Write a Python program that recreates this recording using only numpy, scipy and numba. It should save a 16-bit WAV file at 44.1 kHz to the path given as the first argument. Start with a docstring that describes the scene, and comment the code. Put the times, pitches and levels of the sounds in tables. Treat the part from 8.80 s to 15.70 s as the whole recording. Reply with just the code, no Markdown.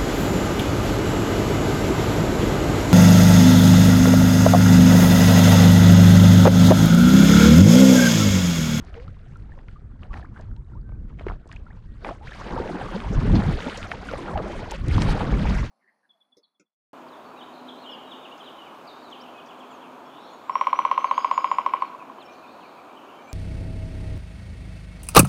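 """Inflatable boat on a choppy lake

Dusk on open water, the microphone aboard a small inflatable that drifts, then is paddled: four strokes.
Wind on the microphone is low noise in lumps; churn and spray are swarms of ringing bubbles over noise.
Close by, lone bubbles ring as gliding sines; drops tick and wavelets slap as short bursts of noise.
Behind them drips trickle, far waves are steady banded noise, and a far bird whistles faint sine notes."""
import sys
import numpy as np
from scipy import signal
from scipy.io import wavfile
from numba import njit

SR = 44100
rng = np.random.default_rng(int(sys.argv[2]) if len(sys.argv) > 2 else 0)


def master(y):
    """Save y as 16-bit WAV."""
    cut = np.clip(np.atleast_2d(y).T, -1, 1)
    pcm = np.round(cut * 32767)  # scale
    wavfile.write(sys.argv[1], SR, pcm.astype(np.int16))


def invert_db(level):
    """Linear amplitude ratio for a level in decibels (20 dB per decade), elementwise."""
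    return 10 ** (np.asarray(level, dtype=float) / 20)


N = 304290      # samples
STEP = 40       # samples between points of slow curves


def rms_one(x):
    """Scale to rms 1."""
    return x / np.sqrt(np.mean(x ** 2) + 1e-20)


def in_time(rows):
    """Columns of a curve table at every sample."""
    s, *columns = np.transpose(rows)
    return [np.interp(np.arange(N) / SR, s, column) for column in columns]


def at_hz(spectrum, hz):
    """Read a spectrum on a log-frequency axis."""
    table_hz, table_db = np.transpose(spectrum)
    return np.interp(np.log(hz), np.log(table_hz), table_db)


def drift(rate_hz):
    """Slow random wander of spread 1: noise smoothed by two equal one-pole low-passes."""
    pole = np.exp(-2 * np.pi * rate_hz * STEP / SR)
    noise = rng.standard_normal(N // STEP + 2002)
    slow = signal.lfilter([1], [1, -2 * pole, pole ** 2], noise)[2000:]      # settled part
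    return np.interp(np.arange(N) / STEP, np.arange(len(slow)), rms_one(slow))


def swells(steady_db, s, held, db, rise_db_per_s, fall_db_per_s):
    """Level in dB of events that rise, hold and fall away, their power added to a steady level."""
    t = np.arange(0, N, STEP)[:, None] / SR
    before, after = np.maximum(s - t, 0), np.maximum(t - s - held, 0)
    shape_db = db - rise_db_per_s * before - fall_db_per_s * after
    power = np.interp(np.arange(N) / SR, t[:, 0], (invert_db(shape_db) ** 2).sum(axis=1))
    return 10 * np.log10(power + invert_db(steady_db) ** 2)


def banded_noise(spectrum, together_db, patchy_db, rate_hz):
    """Half-octave noise bands that flicker partly together, partly alone; rms 1."""
    out, together = 0, drift(rate_hz)
    lowest, highest = spectrum[0][0], spectrum[-1][0]
    edges = lowest * 2 ** np.arange(0, np.log2(highest / lowest) + .25, .5)
    white = rng.standard_normal((2, N + 8000))      # neighbouring bands take different noise
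    for k, (low, high) in enumerate(zip(edges, edges[1:])):
        band_pass = signal.butter(2, [low, min(high, .45 * SR)], "band", fs=SR, output="sos")
        band = signal.sosfilt(band_pass, white[k % 2])[8000:]
        flicker_db = together_db * together + patchy_db * drift(rate_hz)
        out = out + band * invert_db(at_hz(spectrum, np.sqrt(low * high)) + flicker_db)
    return rms_one(out)


@njit
def ring_bubbles(out, at, height, hz, glide, ring_s, attack_cycles):
    """Each bubble is a sine that swells in a cycle or two, dies away and glides in pitch."""
    for k in range(len(at)):
        phase, sixth = 0., ring_s[k] * SR / 6
        for i in range(min(int(4 * sixth), len(out) - at[k])):
            age = i / sixth      # in sixths of the ring setting
            phase += 2 * np.pi * hz[k] * (1 + (glide[k] - 1) * min(age, 2.)) / SR
            swell = 1 - np.exp(-phase / (2 * np.pi * attack_cycles))
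            decay = np.exp(-.7 * age - .45 * age ** 2)
            out[at[k] + i] += height[k] * swell * decay * np.sin(phase)


def swarm(per_s, spectrum, cycles, spread_db, rise):
    """Random bubbles at a changing rate, evened in local level, pitches spread over a spectrum; rms 1."""
    at = np.flatnonzero(rng.random(N) < per_s / SR)
    pitch, size, bend, length = rng.random((N, 4))[at].T
    lowest, highest = spectrum[0][0], spectrum[-1][0]
    hz = lowest * (highest / lowest) ** pitch
    # equal chance per octave, so the level per Hz needs 20 log10(hz) to follow the spectrum
    size_db = at_hz(spectrum, hz) + 20 * np.log10(hz) - spread_db * np.log(np.maximum(size, .03))
    out = np.zeros(N)
    ring_s = cycles * (0.27 + length) / hz
    ring_bubbles(out, at, invert_db(size_db) / np.sqrt(per_s[at]), hz, 1 + rise * bend, ring_s, .8)
    return rms_one(out)


def bursts(rows, t60, width):
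    """Knocks with noise dying 60 dB in t60 s, in a band from centre / width to centre * width."""
    out, age = np.zeros(N), np.arange(int(.1 * SR)) / SR
    for (s, db, hz), noise in zip(rows, rng.standard_normal((len(rows), len(age)))):
        band = signal.butter(3, [hz / width, min(hz * width, .45 * SR)], "band", fs=SR, output="sos")
        contact = 1.2 * np.sqrt(SR / hz) * (age == 0)      # one sharp click
        splatter = noise * invert_db(-60 * age / t60)
        burst = signal.sosfilt(band, contact + splatter)
        at = round(s * SR)
        out[at:at + len(age)] += invert_db(db) * burst[:N - at] / np.abs(burst).max()
    return out


# light air on the microphone: (frequency [Hz], relative level per Hz [dB])
RUMBLE = [(20, 1), (50, -0.5), (100, -5.5), (200, -16.5), (340, -36.5), (450, -40)]
# strong gusts on the microphone: (frequency [Hz], relative level per Hz [dB])
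FLUTTER = [(40, -25.5), (85, 6), (140, 3.5), (210, 0), (300, -8.5), (450, -20.5)]
# gusts over the light air, before eddies: (time at full strength [s], held [s], level [dB])
GUSTS = [(0.0, 0.071, -37.5), (0.27, 0.03, -35.5), (0.58, 0.19, -38), (1.3, .22, -34.5), (1.72, 0.084, -37),
         (1.94, 0.033, -33), (2.04, 0.14, -34.5), (2.2, 0.15, -35), (2.45, 0.046, -33), (2.71, 0.039, -44),
         (3.1, 0.056, -38), (3.3, 0.18, -43), (3.76, 0.033, -31), (4.05, 0.086, -37), (4.31, 0.17, -20.5),
         (4.527, 0.054, -11), (4.64, 0.095, -20), (5.02, 0.015, -30.5), (5.2, .25, -44),
         (5.55, 0.068, -31.5), (5.76, 0.069, -34), (6.04, 0.14, -21), (6.12, 0.15, -18),
         (6.32, 0.014, -18.5), (6.48, 0.14, -17.5), (6.6, 0.22, -21.5)]


def wind():
    """Eddies on the port: lumpy rumble; the stronger the gust, the more of it is faster flutter."""
    wind_db = swells(-40.5, *np.transpose(GUSTS), rise_db_per_s=237, fall_db_per_s=209)
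    gusty = 1 / (2.0 + np.exp(-(wind_db + 19.5) / 6.4))      # 0 in light air, towards 0.5 in gusts
    eddies = invert_db(1.87 * drift(27.6))      # each passing eddy moves rumble and flutter in level together
    rumble = banded_noise(RUMBLE, together_db=0.6, patchy_db=3.5, rate_hz=10.2)
    flutter = banded_noise(FLUTTER, together_db=3.0, patchy_db=3.5, rate_hz=16.3)
    return invert_db(wind_db) * eddies * (invert_db(-9.5 * gusty) * rumble + invert_db(3.5) * gusty * flutter)


# low bubbling at the hull: (frequency [Hz], relative level per Hz [dB])
GURGLE = [(150, 8), (250, 3), (420, 2.5), (900, -0.5), (1800, -14.5), (2800, -85)]
# fine spray: (frequency [Hz], relative level per Hz [dB])
SPRAY = [(1200, 5), (2200, 0), (4600, -8), (7000, -18.5), (9500, -17), (12600, -29.5), (15000, -80)]
# slow churn, calm and then four paddle strokes: (time [s], gurgle level [dB], spray level [dB])
CHURN = [(0.0, -53, -61), (0.6, -60, -67.5), (1.15, -64.5, -78), (2.2, -68.5, -92), (2.8, -58, -72.5),
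         (3.2, -70, -67), (3.4, -50.5, -67), (3.48, -51, -47.5), (3.74, -31.5, -47), (3.96, -31, -46.5),
         (4.06, -36.5, -46.5), (4.27, -38.5, -48), (4.58, -29, -39.5), (5.03, -42.5, -42.5),
         (5.15, -43.5, -50), (5.34, -35, -43.5), (5.57, -30.5, -50), (5.75, -34.5, -45.5),
         (6.02, -46.5, -57.5), (6.11, -38.5, -40), (6.23, -29.5, -34.5), (6.47, -31, -44),
         (6.8, -36.5, -37.5), (6.9, -45.5, -50.5)]
# single wavelets and splashes breaking on the hull:
# (time at full strength [s], held [s], gurgle level [dB], spray level [dB])
WAVELETS = [(0.138, 0.034, -46, -60), (0.75, 0.052, -52.5, -68.5), (0.89, 0.02, -70, -64.5),
            (1.231, 0.007, -46.5, -62.5), (1.34, 0.046, -42.5, -54.5), (1.556, 0.052, -47.5, -61.5),
            (1.918, 0.02, -56, -72), (2.29, 0.0069, -54, -68), (2.395, 0.022, -47.5, -60.5),
            (2.478, 0.015, -38, -54), (2.719, 0.013, -53, -57), (2.87, 0.11, -57, -81),
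            (3.252, 0.039, -35, -48), (4.124, 0.02, -34.5, -44.5), (4.549, 0.016, -39, -65),
            (4.857, 0.0082, -32, -41), (5.113, 0.017, -38.5, -49), (5.917, 0.032, -41.5, -43),
            (6.41, 0.0099, -30, -65)]


def water():
    """The harder the churn, the more bubbles a second; many small ones blur into wash and hiss."""
    gurgle_db, spray_db = in_time(CHURN)
    s, held, gulp_db, splash_db = np.transpose(WAVELETS)
    gurgle_db = swells(gurgle_db, s, held, gulp_db, rise_db_per_s=510, fall_db_per_s=241.5)
    spray_db = swells(spray_db, s, held, splash_db, rise_db_per_s=400, fall_db_per_s=190)
    clumps = invert_db(2.7 * drift(20))
    clump_level = np.sqrt(clumps)      # a clump of bubbles is louder than a lull

    gurgles_per_s = 1300 * invert_db(.3 * (gurgle_db + 40)) * clumps
    gurgle = swarm(gurgles_per_s, GURGLE, cycles=30, spread_db=4.0, rise=.25)
    wash = banded_noise(GURGLE, together_db=2.0, patchy_db=5.5, rate_hz=18.0)
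    churn = invert_db(-1.5) * gurgle * clump_level + invert_db(-12.5) * wash

    fizz_per_s = 2600 * invert_db(.4 * (spray_db + 50)) * clumps
    fizz = swarm(fizz_per_s, SPRAY, cycles=24, spread_db=4.1, rise=.2)
    # the smallest bubbles are faint
    fizz = signal.sosfilt(signal.butter(1, 5000, fs=SR, output="sos"), fizz)
    hiss = banded_noise(SPRAY, together_db=2.0, patchy_db=4.0, rate_hz=23.4)
    spray = invert_db(-2.5) * fizz * clump_level + invert_db(-2.5) * hiss
    return invert_db(gurgle_db) * churn + invert_db(spray_db) * spray


# steady trickle off the tubes: (frequency [Hz], relative level per Hz [dB])
DRIPS = [(1000, 11), (1400, 4.5), (2500, -5), (4500, -13)]


def trickle():
    """Small drips ring as bubbles that come in short runs, denser and louder together."""
    runs = invert_db(5.5 * drift(7.9))
    return invert_db(-73) * np.sqrt(runs) * swarm(130 * runs, DRIPS, cycles=50, spread_db=3.5, rise=.12)


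# far waves across the lake: (frequency [Hz], relative level per Hz [dB])
LAKE = [(300, 26), (505, -10), (1009, -12), (1427, 3), (2018, -17), (3400, -19), (8200, -20), (10200, -49),
        (15000, -49)]


def lake():
    """Far waves blend into a faint, gently flickering noise."""
    return invert_db(-66) * banded_noise(LAKE, together_db=1.5, patchy_db=1.4, rate_hz=6)


# drops on the taut skin, close by: (time [s], peak level [dB], centre [octaves above 1 kHz])
TICKS = [(0.049, -47, 2.5), (0.142, -35, 0.76), (0.2, -38, 0.68), (0.28, -46, 1.5), (0.512, -58, 2.5),
         (0.571, -52, 2.7), (0.884, -40, 0.72), (1.233, -35, 0.94), (1.6106, -45.5, 2.17),
         (1.764, -48, 1.4), (2.389, -41, 0.68), (2.675, -50, 2.5), (2.6908, -49, 1.9), (2.7156, -32, 1.05),
         (2.7262, -39, 2.3), (2.761, -47.5, 2.2), (3.876, -29, 0.99), (4.2028, -27, 1.14),
         (4.805, -23.5, 1.1), (4.898, -25, 1.2), (4.974, -29.5, 2.5), (5.029, -23.5, 1.2),
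         (5.313, -30, 1.75), (5.576, -25, 1.2), (5.91, -25.5, 2.1), (5.915, -27, 2.9), (5.9205, -28.5, 1.2),
         (6.083, -30.5, 2.64), (6.2198, -19, 1.88)]


def ticks():
    """Drops strike the taut skin: very short, bright knocks."""
    rows = [(s, db, 1000 * 2 ** octaves) for s, db, octaves in TICKS]
    return bursts(rows, t60=.012, width=1.6)


# bubbles heard alone: (time [s], level before swell and decay [dB], starting pitch [Hz],
# pitch ratio a sixth into the ring [-], ring [s]); the glide ends at two sixths with twice the change,
# and the decay passes 60 dB at just over half the ring
BUBBLES = [(0.164, -38, 444, 1.18, 0.42), (0.279, -40, 1220, 1.1, 0.037), (0.557, -43, 1370, 1, 0.057),
           (0.719, -45.5, 1740, 1.07, 0.065), (0.885, -42, 1250, 1.2, 0.039),
           (0.958, -46, 1157, 1.06, 0.097), (1.307, -41, 1120, 1.03, 0.077), (1.427, -39, 1740, 0.98, 0.03),
           (1.444, -37.5, 830, 1.9, 0.055), (1.562, -41, 1430, 1.12, 0.043),
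           (1.592, -44, 1550, 1.13, 0.058), (1.714, -42.5, 1480, 0.89, 0.02), (1.762, -57, 870, 1.15, 0.2),
           (1.934, -47.5, 1380, 0.99, 0.048), (1.952, -50, 884, 1.35, 0.18), (2.466, -17, 422, 0.89, 0.036),
           (2.509, -26, 1040, 1.3, 0.022), (2.694, -42.5, 1070, 1.03, 0.055), (2.73, -33, 1730, 1, 0.013),
           (2.763, -37.5, 2270, 1.25, 0.033), (2.866, -42.5, 1360, 1.02, 0.044),
           (2.904, -44.5, 1550, 1.33, 0.058), (3.31, -24.5, 620, 1.12, 0.07), (3.411, -42, 780, 1.23, 0.25),
           (3.47, -36.5, 1350, 2, 0.095), (3.52, -31, 1640, 1.16, 0.047), (3.611, -30, 950, 1.55, 0.064),
           (3.777, -25.5, 938, 0.95, 0.11), (3.799, -18.5, 514, 0.45, 0.089),
           (3.898, -20.5, 420, 1.1, 0.031), (3.907, -19, 304, 1.12, 0.051), (3.943, -24, 310, 0.72, 0.11),
           (4.012, -23, 743, 1.05, 0.046), (4.14, -22.5, 169.6, 1.37, 0.32), (4.162, -18, 463, 1.02, 0.027),
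           (4.327, -23.5, 444, 0.99, 0.036), (4.868, -16.5, 217, 1.21, 0.072),
           (4.975, -29, 475, 1.2, 0.064), (5.136, -25.5, 890, 1, 0.042), (5.598, -19.5, 447, 1, 0.052),
           (5.287, -27, 1500, 0.9, 0.088), (5.335, -20.5, 508, 1.1, 0.071), (5.51, -28, 1026, 1.06, 0.069),
           (5.556, -17.5, 863, 0.85, 0.072), (5.573, -24, 675, 0.82, 0.16), (5.828, -29, 596, 1.1, 0.049),
           (5.872, -32, 564, 1.6, 0.111), (5.919, -24, 850, 1.06, 0.042), (6.038, -30, 1090, 1.05, 0.032),
           (6.181, -16, 1110, 0.86, 0.015), (6.262, -21, 1160, 0.91, 0.023), (6.287, -22, 895, 0.92, 0.055),
           (6.829, -26.5, 1020, 1.2, 0.049), (6.539, -26.5, 2200, 1.04, 0.021),
           (6.653, -19, 760, 1.2, 0.036)]


def bubbles():
    """Lone bubbles and drips, their ring roughened by the moving surface."""
    s, db, hz, glide, ring_s = np.transpose(BUBBLES)
    out = np.zeros(N)
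    ring_bubbles(out, (s * SR).astype(np.int64), invert_db(db), hz, glide, ring_s, .7)
    return out * (1 + .33 * drift(160))


# wavelets slapping the tube, close by: (time [s], peak level [dB], centre [Hz])
SLAPS = [(0.789, -42, 1150), (1.332, -31.5, 1440), (1.34, -28.5, 1200), (1.373, -36, 1300),
         (1.396, -35, 800), (1.416, -49, 1500), (2.092, -44, 800), (2.121, -42, 560), (2.395, -34.5, 1450),
         (2.41, -32, 524), (2.467, -27, 1170), (2.484, -27, 1340), (2.499, -25, 970), (2.519, -29.5, 600),
         (2.657, -41, 490), (2.668, -42, 520), (3.247, -21.5, 1180), (3.29, -19.5, 680), (4.412, -26, 750),
         (4.477, -29, 1200), (4.621, -20, 900), (5.116, -18.5, 1200), (5.636, -31, 560),
         (6.407, -17.5, 685)]


def slaps():
    """Wavelets slap the tube: a sharp contact, then a short splatter, lower than the drops."""
    return bursts(SLAPS, t60=.022, width=1.8)


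# far bird: (time [s], length [s], start pitch [Hz], end pitch [Hz], level [dB])
WHISTLES = [(2.03, 0.155, 1544, 1545, -64), (3.064, 0.12, 1870, 1905, -67.5)]


def whistles():
    """Thin, slightly rising sine notes with soft ends."""
    out = np.zeros(N)
    for s, length, start_hz, end_hz, db in WHISTLES:
        hz = np.linspace(start_hz, end_hz, int(length * SR))
        note = np.sin(2 * np.pi * np.cumsum(hz) / SR)
        at = round(s * SR)
        out[at:at + len(hz)] += invert_db(db) * signal.windows.tukey(len(hz), .5) * note
    return out


def scene():
    """Open water: no walls, no echo."""
    near = wind() + water() + trickle() + ticks() + bubbles() + slaps()
    far = lake() + whistles()
    return (near + far)[None]      # one channel


def roll_off(x):
    """The treble ends steeply here."""
    return signal.sosfilt(signal.butter(12, 15680, fs=SR, output="sos"), x)


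def record(dry):
    """A housed microphone with a dull top rounds the strongest gusts."""
    rounded = .5 * np.tanh(dry / .5)
    dull = signal.sosfilt(signal.butter(2, 9000, fs=SR, output="sos"), rounded)
    return roll_off(dull)


dry = scene()
out = record(dry)
master(out)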